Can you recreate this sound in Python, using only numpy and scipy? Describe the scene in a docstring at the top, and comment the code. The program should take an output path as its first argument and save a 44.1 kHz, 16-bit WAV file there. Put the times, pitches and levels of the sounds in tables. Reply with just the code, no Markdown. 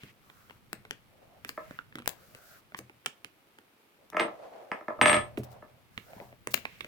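"""In a small quiet room, a thin plastic sheet lies on a wooden table, close to a pair of microphones.
It snaps and peels under fingers and a steel hook: noise bursts with short rings make the snaps and small
finger knocks, grainy noise the tears and rubs. The tool is laid down behind it: short pushes knock the table's
resonances, sines ring the steel, and it rolls and bounces. Pats, rumble, thin echoes and room tails surround it."""
import sys
import numpy as np
from scipy import signal
from scipy.fft import rfft, irfft, next_fast_len
from scipy.io import wavfile
from scipy.ndimage import map_coordinates

SR = 44100
rng = np.random.default_rng(int(sys.argv[2]) if len(sys.argv) > 2 else 0)


def wav_record(signal):
    """Record a signal, one row per channel, as 16-bit PCM in the file named by sys.argv[1]."""
    frames = np.transpose(np.atleast_2d(signal))
    bounded = np.clip(frames, -1, 1)
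    # unit amplitude maps onto the largest positive 16-bit level
    quanta = np.round(bounded * 32767).astype(np.int16)
    wavfile.write(sys.argv[1], SR, quanta)


def magnitude_from_level(level_db):
    """Linear magnitude for a level in decibels (20 dB per decade)."""
    exponent = np.asarray(level_db, float) / 20
    return 10 ** exponent


N = 302967  # length in samples

# In a spectrum, "level per Hz" gives only the shape; the overall loudness is set where it is used.
# Snaps of the sheet and small finger knocks: (time [s], body level [dB], crack over body [dB], ring [Hz],
# left over right before a fixed shift [dB])
SNAPS = [(0.0355, -33.5, -15.5, 1420, 9), (0.3, -40.5, -21, 1050, 1), (0.4983, -36.5, -28, 1450, 3),
         (0.509, -39.5, -23, 990, 18), (0.7309, -23.5, -5, 1350, 9.5), (0.852, -38, -15, 1070, 5),
         (0.9098, -22, -7.5, 2150, 9), (1.4486, -27, -6, 1310, 0), (1.4924, -24.5, -4, 1010, 7),
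         (1.71, -34, -15, 573, 3), (1.790, -35.5, -70, 1440, 1.5), (1.926, -45.5, -55, 1740, 6.5),
         (1.956, -27, -10, 1550, 3.5), (1.975, -43, -20, 1700, 10), (1.986, -33, -11, 1490, 4),
         (1.9912, -39.5, -4, 1600, 0), (2.0015, -43, -20, 1610, -1.5), (2.0225, -37, -17, 1400, 5.5),
         (2.0599, -35, 4, 1330, -10), (2.077, -25, 15.5, 1320, 1.5), (2.0923, -35, 11, 1380, 5),
         (2.3496, -36.5, -8, 1180, 7), (2.7215, -44, -26, 620, 4), (2.7474, -24.5, -26, 1117, 4),
         (2.7898, -32, 1.5, 1200, 2.5), (2.8972, -38.5, -19, 830, 1), (3.0482, -56, -20, 1920, -10),
         (3.061, -19.5, 2, 2520, 1.5), (3.0642, -27.5, 2, 2000, -20), (3.2465, -34, 3, 2750, -10),
         (3.5871, -40, -9.5, 860, 2.5), (4.102, -58, 23.5, 980, 0), (5.3745, -31, -6, 2840, -4),
         (5.3781, -33, -9, 2800, -2.5), (5.4345, -41.5, -2, 1484, 7), (5.978, -25.5, -7.5, 2800, -5.5),
         (6.134, -42.5, -45.5, 694, 4), (6.202, -36, -33.5, 588, 15), (6.328, -43.5, -30, 597, 7),
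         (6.473, -20.5, -1.5, 480, -2.5), (6.5416, -15, -9.5, 4400, 14.5), (6.5432, -18.5, 0.5, 3000, 22),
         (6.5771, -28, -17, 1780, -3), (6.654, -21.5, -11.5, 1040, 0), (6.8081, -25.5, -5.5, 2140, -6),
         (6.8461, -31.5, -16, 586, 9.5)]
# Dry crack of a snap: (frequency [Hz], level per Hz [dB])
CRACK_SPECTRUM = [(1500, -1.5), (4300, -2), (6200, -4), (8000, -1.5), (13000, -5), (16500, -4)]
# Puff of a middling panel of the sheet: (frequency [Hz], level per Hz [dB])
PANEL_SPECTRUM = [(350, -28), (800, 6.5), (1900, 11.5), (3000, 9.5), (4600, -7.5), (6500, -42.5)]
# Air pushed by the whole sheet: (frequency [Hz], level per Hz [dB])
FLAP_SPECTRUM = [(40, -19.5), (130, -2), (250, 2.5), (500, -1.5), (900, -37)]
# Glue lets go in a short bright tear: (time [s], length [s], level [dB], left over right [dB])
TEARS = [(1.469, 0.044, -50.5, -1.5), (2.765, 0.035, -50.5, 9), (5.432, 0.023, -52, 10.5),
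         (5.498, 0.048, -61, 9), (6.505, 0.025, -44.5, 0), (6.535, 0.0082, -37, -6.5),
         (6.568, 0.037, -54.5, -8.5)]
# Bright fizz of plastic: (frequency [Hz], level per Hz [dB])
FIZZ_SPECTRUM = [(2500, -5.5), (4500, 1.5), (7000, -1), (10000, -3.5), (13000, 2), (16000, 1)]
# Fingertips land on sheet and table: (time [s], push level [dB], pitch [Hz])
PATS = [(0.034, -36, 154), (0.729, -34, 340), (1.708, -37, 234), (1.9533, -33.5, 264), (1.973, -42, 276),
        (1.9821, -37, 280), (1.99, -37, 268), (1.999, -41, 290), (2.79, -33.5, 382), (5.376, -20.5, 301),
        (5.975, -36.5, 137), (6.164, -37.5, 211.3), (6.211, -32.5, 480), (6.471, -32.5, 344),
        (6.845, -39, 326)]
# Fingers, sheet and tool drag over each other: (time [s], length [s], level [dB], middle resonance [Hz])
RUBS = [(0, 0.12, -61, 2460), (0.21, 0.38, -67, 1240), (1.102, 0.33, -64, 630), (1.428, 0.4, -63, 2020),
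        (1.665, 0.13, -74, 2040), (2.152, 0.24, -66.5, 1440), (2.354, 0.26, -61, 1330),
        (2.162, 0.45, -65, 607), (3.984, 0.087, -66.5, 505), (4.24, 0.58, -50.5, 617),
        (4.765, 0.89, -58.5, 640), (5.252, 0.078, -61, 700), (5.446, 0.39, -65.5, 670),
        (5.917, 0.41, -67.5, 1430), (6.059, 0.29, -55.5, 680), (6.57, 0.6, -60, 2200)]
# Thin plastic fizzes, dull drags hardly: (resonance [Hz], fizz over rub [dB])
RUB_FIZZ = [(600, -33.5), (900, -10.5), (1450, 4), (2200, -4.5)]
# Drags sing in a narrow band: (resonance [Hz], width over middle frequency [ratio])
RUB_WIDTH = [(700, .42), (1400, .25), (2200, .7)]
# The tool meets the table: (time [s], strength of push [dB], contact [ms])
KNOCKS = [(1.5769, -17, 0.7), (4.125, -27.5, 0.78), (4.1318, -25, 0.62), (4.1461, -16.5, 0.72),
          (4.1687, -8, 0.51), (4.1972, -14.5, 0.28), (4.1996, -9, 0.41), (4.2084, -11.5, 0.67),
          (4.2205, -19, 0.77), (4.717, -11.5, 0.52), (4.81, -26, 0.69), (4.883, -12.5, 0.7),
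          (4.9039, -13.5, 1), (5.0179, -10, 0.39), (5.0728, -20, 0.21), (5.625, -27, 0.81),
          (4.99, -17.5, 1), (4.2052, -11, 0.69), (4.2165, -7, 0.89), (4.248, -13, 0.95), (4.283, -21, 0.76)]
# Let go, the two ends of the tool bounce in turn, ever faster: (time [s], strength of push [dB], contact [ms])
BOUNCES = [(5.014, 0.5, 0.39), (5.037, -15, 0.6), (5.0586, -1.5, 0.38), (5.082, -10, 0.3),
           (5.097, -5, 0.36), (5.1165, -7.5, 0.49), (5.1305, -8.5, 0.33), (5.1437, -10, 0.36),
           (5.1532, -10, 0.79), (5.1613, -13.5, 0.59), (5.167, -15.5, 0.36), (5.179, -17.5, 0.49),
           (5.1842, -26.5, 0.73)]
# Resonances of the table top: (frequency [Hz], width [Hz], relative level [dB])
TABLE_MODES = [(200, 45, -4), (318, 55, -1), (457, 40, 1), (610, 45, 7.5), (760, 300, -2), (1050, 90, 4),
               (1310, 90, 6), (1740, 60, -1), (2060, 120, -2), (2300, 200, -4)]
# Free ringing of the steel bar: (frequency [Hz], relative level [dB], time to fall 60 dB [s])
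STEEL_MODES = [(3320, -12, 0.2), (3378, -8, 0.14), (4770, -19, 0.06), (8365, -6, 0.18), (8551, -9, 0.2),
               (9480, -31, 0.045), (14800, -27, .08)]
# Which side the steel rings on: (frequency [Hz], left over right [dB])
STEEL_LEFT = [(3000, -4.5), (6000, 34), (8400, 17), (15000, 9)]
# Tick of steel on varnish: (frequency [Hz], level per Hz [dB])
TICK_SPECTRUM = [(1500, -24), (3000, -28.5), (5000, -3), (9000, -17), (16000, -23.5)]
# Slow swings of the whole table top: (frequency [Hz], relative level [dB], time to fall 60 dB [s])
BOOM_MODES = [(85, -11, .7), (123, -2, .7), (205, -1, .32)]
# Weight shifting on the table: (time [s], middle level [dB])
MOTION = [(0.0, -68), (0.82, -62.5), (1.13, -65), (1.872, -60.5), (2.47, -66.5), (3.88, -83.5),
          (4.23, -62.5), (4.76, -84.5), (5.11, -44.5), (5.36, -53), (5.74, -64), (6.87, -59.5)]
# Low rumble of the hands: (frequency [Hz], level per Hz [dB])
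HANDS_SPECTRUM = [(20, 2.5), (50, -2), (120, 3.5), (250, -5.5), (500, -48)]
# Two facing surfaces: (delay [s], level [dB])
ECHOES = [(.0094, -28.5), (0.0215, -25)]
# How long the room rings: (frequency [Hz], time to fall 60 dB [s])
ROOM_T60 = [(150, 0.14), (500, 0.33), (1400, 0.22), (4000, 0.23), (10000, 0.16)]
# Steady background noise: (frequency [Hz], level per Hz [dB])
BACKGROUND_SPECTRUM = [(25, -19), (296, -0.5), (1060, -5.5), (1280, -4.5), (1550, -7.5), (1980, -8),
                       (2210, -6), (6210, -19.5), (6730, -21), (14800, -17), (16500, -25)]
# How alike left and right are: (frequency [Hz], likeness from 0 to 1 [ratio])
BACKGROUND_ALIKE = [(60, 0.043), (290, 0.92), (640, 0.28), (1400, 0.014)]

LEFT_LEAD_S = 0.0002  # the left microphone hears the sheet this much earlier; the table top's answer reaches it only 0.08 ms before the right
FIRM_PAT_DB, PAT_GROWS = -23, 0.44  # lighter pats stir table and rumble less: extra dB per dB below a firm one


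def unit(x):
    """Scales a sound to an average strength (rms) of 1."""
    return x / np.sqrt(np.mean(x ** 2) + 1e-20)


def along(points, hz):
    """Reads a value between (frequency, value) points, on a log frequency axis."""
    f, v = np.transpose(points)
    return np.interp(np.log(hz + 1), np.log(f + 1), v)


def wobble(rate):
    """A smooth random curve through `rate` random points a second."""
    knots = rng.standard_normal(int(N * rate / SR) + 4)
    return map_coordinates(knots, [np.arange(N) * rate / SR])


def filtered(x, response):
    """Shapes a sound by a gain, possibly complex, for each frequency."""
    n = x.shape[-1]
    m = next_fast_len(n + 8192)
    return irfft(rfft(x, m) * response(np.fft.rfftfreq(m, 1 / SR)), m)[..., :n]


def sides(pan_db):
    """Left and right gains as a column; positive leans left."""
    return magnitude_from_level([[pan_db / 2], [-pan_db / 2]])


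def add(out, s, sound):
    """Mixes a sound in at time s."""
    i = max(round(s * SR), 0)
    out[i:i + len(sound)] += sound[:len(out) - i]


def rush(spectrum, alike, grit_db):
    """Stereo noise of rms 1 whose tiny grains vary in strength."""
    pair = rng.standard_normal((2, N)) * magnitude_from_level(grit_db * wobble(rate=670))

    def mid_side_gains(hz):
        # More middle than side makes left and right more alike.
        angle = np.arccos(np.clip(along(alike, hz), -1, 1)) / 2
        return magnitude_from_level(along(spectrum, hz)) * [np.cos(angle), np.sin(angle)]

    mid, side = filtered(pair, mid_side_gains)
    return unit(np.array([mid + side, mid - side]))


def burst(spectrum, attack, t60, spike=0.98):
    """A puff of coloured noise with peak 1; a short spike time [s] sharpens its front."""
    t = np.arange(round(1.5 * t60 * SR)) / SR
    noise = filtered(rng.standard_normal(SR // 4), lambda hz: magnitude_from_level(along(spectrum, hz)))[:len(t)]
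    x = noise * (1 - np.exp(-t / attack)) * magnitude_from_level(-60 * t / t60) / (1 + t / spike)
    return x / np.abs(x).max()


def stroke(s, length, edge):
    """A pull that rises and falls once; a small edge makes it flatter on top."""
    return np.sin(np.pi * np.clip((np.arange(N) / SR - s) / length, 0, 1)) ** edge


def snaps():
    """Sheet snaps and small finger knocks: a dry crack, a few cycles of ring and a low flap, left side first."""
    tilt, even_db = 0.23, 18  # a duller pop loses its top: dB per octave per dB below this sharpness
    ring_cycles, ring_level_db, ring_per_dull = 15, -12, 0.43  # cycles to fall 60 dB; a dull pop rings more
    panel_hz, panel_follows = 2000, 0.14  # a higher ring comes with a brighter puff
    lean_db, lean_follows = -6.5, 0.96  # the body leans right of the listed side, which it follows
    flap_db, flap_grows = -30, 0.56  # flap of a 0 dB body; dB of flap per dB of body
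    out, t = np.zeros((2, N)), np.arange(SR // 20) / SR
    for s, body_db, sharp_db, ring_hz, pan_db in SNAPS:
        dullness = min(sharp_db - even_db, 0)
        colour = [(hz, db + tilt * dullness * max(np.log2(hz / 8000), 0)) for hz, db in CRACK_SPECTRUM]
        crack = burst(colour, attack=0.0001, t60=0.019, spike=0.000087)
        crack = magnitude_from_level(body_db + sharp_db) * crack * sides(pan_db + 13.5)

        ring = np.sin(2 * np.pi * ring_hz * t) * magnitude_from_level(-60 * t * ring_hz / ring_cycles)
        ring *= 1 - np.exp(-t / 0.00067)
        brighter = (ring_hz / panel_hz) ** panel_follows
        colour = [(hz * brighter, db) for hz, db in PANEL_SPECTRUM]
        puff = burst(colour, attack=0.00009, t60=0.025, spike=0.0014)
        body = np.pad(puff, (0, len(t)))[:len(t)] + magnitude_from_level(ring_level_db - ring_per_dull * sharp_db) * ring
        body = magnitude_from_level(body_db) * body * sides(lean_db + lean_follows * pan_db)

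        flap = magnitude_from_level(flap_db + flap_grows * body_db) * burst(FLAP_SPECTRUM, attack=0.00061, t60=0.093)
        for side in 0, 1:
            heard = s + side * LEFT_LEAD_S
            add(out[side], heard - 0.0003, crack[side])
            add(out[side], heard - 0.0009, body[side])
            add(out[side], heard - 0.0009, flap)
    return out


def tears():
    """Glue letting go: dense bright grains under a rising and falling pull."""
    pull = np.zeros((2, N))
    for s, length, db, pan_db in TEARS:
        pull += magnitude_from_level(db) * sides(pan_db) * stroke(s, length, edge=1.0)
    return pull * rush(FIZZ_SPECTRUM, [(5000, 0.2)], grit_db=2.5)


def pats():
    """A soft fingertip: one low push that dies fast, and a short rumble that shifts with its pitch."""
    delay_s, push_cycles = 0.0015, 5.5  # the push starts this long after the listed time; cycles to fall 60 dB
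    rumble_db, flap_hz = -5, 260  # rumble under a firm push; centre of the flap spectrum
    out, t = np.zeros(N), np.arange(SR // 10) / SR
    for s, db, hz in PATS:
        push = -magnitude_from_level(db - 60 * t * hz / push_cycles) * np.sin(2 * np.pi * hz * t)
        add(out, s + delay_s, push)
        colour = [(f * hz / flap_hz, level) for f, level in FLAP_SPECTRUM]
        rumble = burst(colour, attack=0.0039, t60=0.095)
        add(out, s + delay_s, magnitude_from_level(db + rumble_db + PAT_GROWS * (db - FIRM_PAT_DB)) * rumble)
    return out


def rubs():
    """Gritty friction through one wandering resonance for each stroke, with a fine fizz on top."""
    wanders = 1.09  # the band drifts up and down by this ratio
    grit = rush([(1000, 0)], [(500, 0.28), (1500, 0.099)], grit_db=2)
    out, fizz = np.zeros((2, N)), np.zeros(N)
    drift = np.pi / 4 * (1 + np.tanh(2 * wobble(rate=8)))  # fades between the low and the high band
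    for s, length, db, centre_hz in RUBS:
        i = slice(round(s * SR), round((s + length) * SR))
        pull = stroke(s, length, edge=0.39)
        width = along(RUB_WIDTH, centre_hz) * centre_hz

        def band(c):
            def response(f):
                hump = 1j * f * width / (c ** 2 - f * f + 1j * f * width)
                return hump * (hump + 0.9) / (1 + f / 4000)
            return unit(filtered(grit[:, i], response))

        low, high = band(centre_hz / wanders), band(centre_hz * wanders)
        out[:, i] += magnitude_from_level(db) * pull[i] * (np.cos(drift[i]) * low + np.sin(drift[i]) * high)
        fizz += magnitude_from_level(db + along(RUB_FIZZ, centre_hz)) * pull
    smooth = magnitude_from_level(1.1 * wobble(rate=12)) * rush(FIZZ_SPECTRUM, [(8000, 0.05)], grit_db=0.7)
    return out * magnitude_from_level(2.5 * wobble(rate=20)) + fizz * smooth


def wood(f, gains):
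    """The table top's resonances, with alternating signs, mixed at the given strengths."""
    modes = [(-1) ** k * magnitude_from_level(db) * 1j * f * width / (c * c - f * f + 1j * f * width)
             for k, (c, width, db) in enumerate(TABLE_MODES)]
    return gains @ np.array(modes)


def tool():
    """Each contact is a short push with an after-chatter; it knocks the top and rings the steel bar anew."""
    release_s, grip_db, grip_shortens = 5, -6, 0.5  # until let go, the hand damps the steel
    ring_over_db, ring_dulls = 11, 96.5  # ring over push; dB lost per ms of contact
    mix_spread_db = 3  # how much the mode strengths vary between the random mixes
    blows, ticks = np.zeros((4, N)), np.zeros(N)  # four random mixes of the modes, used in turn
    steel, t = np.zeros((2, N)), np.arange(SR // 2) / SR
    hz, level_db, t60 = np.transpose(STEEL_MODES)[:, :, None]
    left_db = along(STEEL_LEFT, hz)
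    for k, (s, knock_db, contact_ms) in enumerate(KNOCKS + BOUNCES):
        held = s < release_s
        ring_db = knock_db + ring_over_db - ring_dulls * contact_ms + grip_db * held
        life = t60 * (grip_shortens if held else 1)
        luck = rng.standard_normal((2, len(STEEL_MODES), 1))
        modes = magnitude_from_level(ring_db + level_db + 2 * luck[0] - 60 * t / life)
        modes = modes * np.sin(2 * np.pi * hz * t + 3 * luck[1])
        modes *= 1 - np.exp(-t / 0.006)  # the ring swells
        add(steel[0], s, np.sum(modes * magnitude_from_level(left_db / 2), axis=0))
        add(steel[1], s, np.sum(modes * magnitude_from_level(-left_db / 2), axis=0))

        blow = blows[k % len(blows)]
        push = np.sin(np.pi * np.clip(1000 * t[:64] / contact_ms, 0, 1)) ** 2  # longer contact, duller sound
        push = -magnitude_from_level(knock_db) * push / push.sum()
        add(blow, s - 0.0005, push)
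        tick = burst(TICK_SPECTRUM, attack=0.0001, t60=0.014)
        add(ticks, s - 0.0002, magnitude_from_level(knock_db - 4.0 - 53.0 * contact_ms) * tick)
        for wait, size in rng.random((7, 2)):  # after-chatter
            add(blow, s + 0.002888 + 0.032 * wait, magnitude_from_level(-7.5 - 14 * wait) * (2 * size - 1) * push)

    # A different mix for each row of blows and each side, so knocks differ in colour.
    gains = magnitude_from_level(21.0 + mix_spread_db * rng.standard_normal((len(blows), 2, len(TABLE_MODES))))
    delays_s = np.array([[0.001], [0.00088 + LEFT_LEAD_S]])  # the top answers after the click

    def response(f):
        hump = f * f * 1400 / 1900 / (1900 ** 2 - f * f + 1j * f * 1400)
        click = magnitude_from_level(25.0) * hump / (1 + 1j * f / 3000)
        return click + wood(f, gains) * np.exp(-2j * np.pi * f * delays_s)

    return filtered(blows[:, None], response).sum(axis=0) + ticks + steel


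def boom():
    """Fingertips and the bouncing tool set the bare top swinging, a little differently under each microphone."""
    pat_swing_db, bounce_swing_db = -18.5, -38.5  # swing over a firm pat, and over a bounce
    out, t = np.zeros((2, N)), np.arange(SR) / SR
    hz, level_db, t60 = np.transpose(BOOM_MODES)[:, :, None]
    blows = [(s, db + pat_swing_db + PAT_GROWS * (db - FIRM_PAT_DB)) for s, db, _ in PATS]
    blows += [(s, db + bounce_swing_db) for s, db, _ in BOUNCES]
    for s, db in blows:
        for channel, luck in zip(out, rng.standard_normal((2, len(BOOM_MODES), 1))):
            swing = magnitude_from_level(db + level_db + 2 * luck - 60 * t / t60) * np.sin(2 * np.pi * hz * t)
            add(channel, s, np.sum(swing, axis=0))
    return out * magnitude_from_level(3.5 * wobble(rate=25))  # the swing wavers in strength


def motion():
    """Weight shifting on the table: a low, restless rumble."""
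    level_db = np.interp(np.arange(N) / SR, *np.transpose(MOTION))
    return magnitude_from_level(level_db + 1.1 * wobble(rate=71)) * rush(HANDS_SPECTRUM, [(100, 0.19)], grit_db=-4.0)


def echoes(sheet):
    """Two facing surfaces send back faint delayed copies of the sheet."""
    return sum(magnitude_from_level(db) * np.pad(sheet, ((0, 0), (round(s * SR), 0)))[:, :N] for s, db in ECHOES)


def room(x):
    """Each frequency of the tail dies at its own speed; every quarter second of sound stirs a new tail."""
    n, wait = round(0.25 * SR), 250  # samples in a piece, samples before the tail
    out = np.zeros((2, N + SR))
    for i in range(0, N, n):
        hz, t, z = signal.stft(rng.standard_normal((2, SR // 2)), SR, nperseg=256)
        alike = np.clip(along(BACKGROUND_ALIKE, hz), 0, 1)[:, None]
        z[1] = alike * z[0] + np.sqrt(1 - alike ** 2) * z[1]
        decay = magnitude_from_level(-60 * t / along(ROOM_T60, hz)[:, None])
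        tail = signal.istft(z * decay, SR, nperseg=256)[1]
        tail *= 1 - np.exp(-np.arange(tail.shape[1]) / SR / 0.00085)  # the walls answer gradually
        wet = signal.fftconvolve(x[:, i:i + n], tail / np.linalg.norm(tail[0]), axes=1)
        out[:, i + wait:i + wait + wet.shape[1]] += wet
    return out[:, :N]


def background():
    """A faint steady stereo noise."""
    return magnitude_from_level(-65) * rush(BACKGROUND_SPECTRUM, BACKGROUND_ALIKE, grit_db=1.2)


def scene():
    """The near sheet is dry with thin echoes, the farther tool is wetter."""
    sheet = snaps() + tears() + pats()
    far = tool()
    near = sheet + echoes(sheet) + rubs()
    table = far + boom() + motion()
    return near + table + room(magnitude_from_level(-14.5) * sheet + magnitude_from_level(-4.0) * far) + background()


def band_limit(x):
    """A steep low-pass at the top of the band."""
    return signal.sosfilt(signal.butter(12, 17170, fs=SR, output="sos"), x)


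def record(dry):
    """Cuts the deep bass and everything from a top frequency up."""
    top_hz, low_cut_hz = 16700, 28
    mix = filtered(dry, lambda hz: (hz < top_hz) * hz ** 2 / (hz ** 2 + low_cut_hz ** 2))
    return band_limit(mix)


dry = scene()
out = record(dry)
wav_record(out)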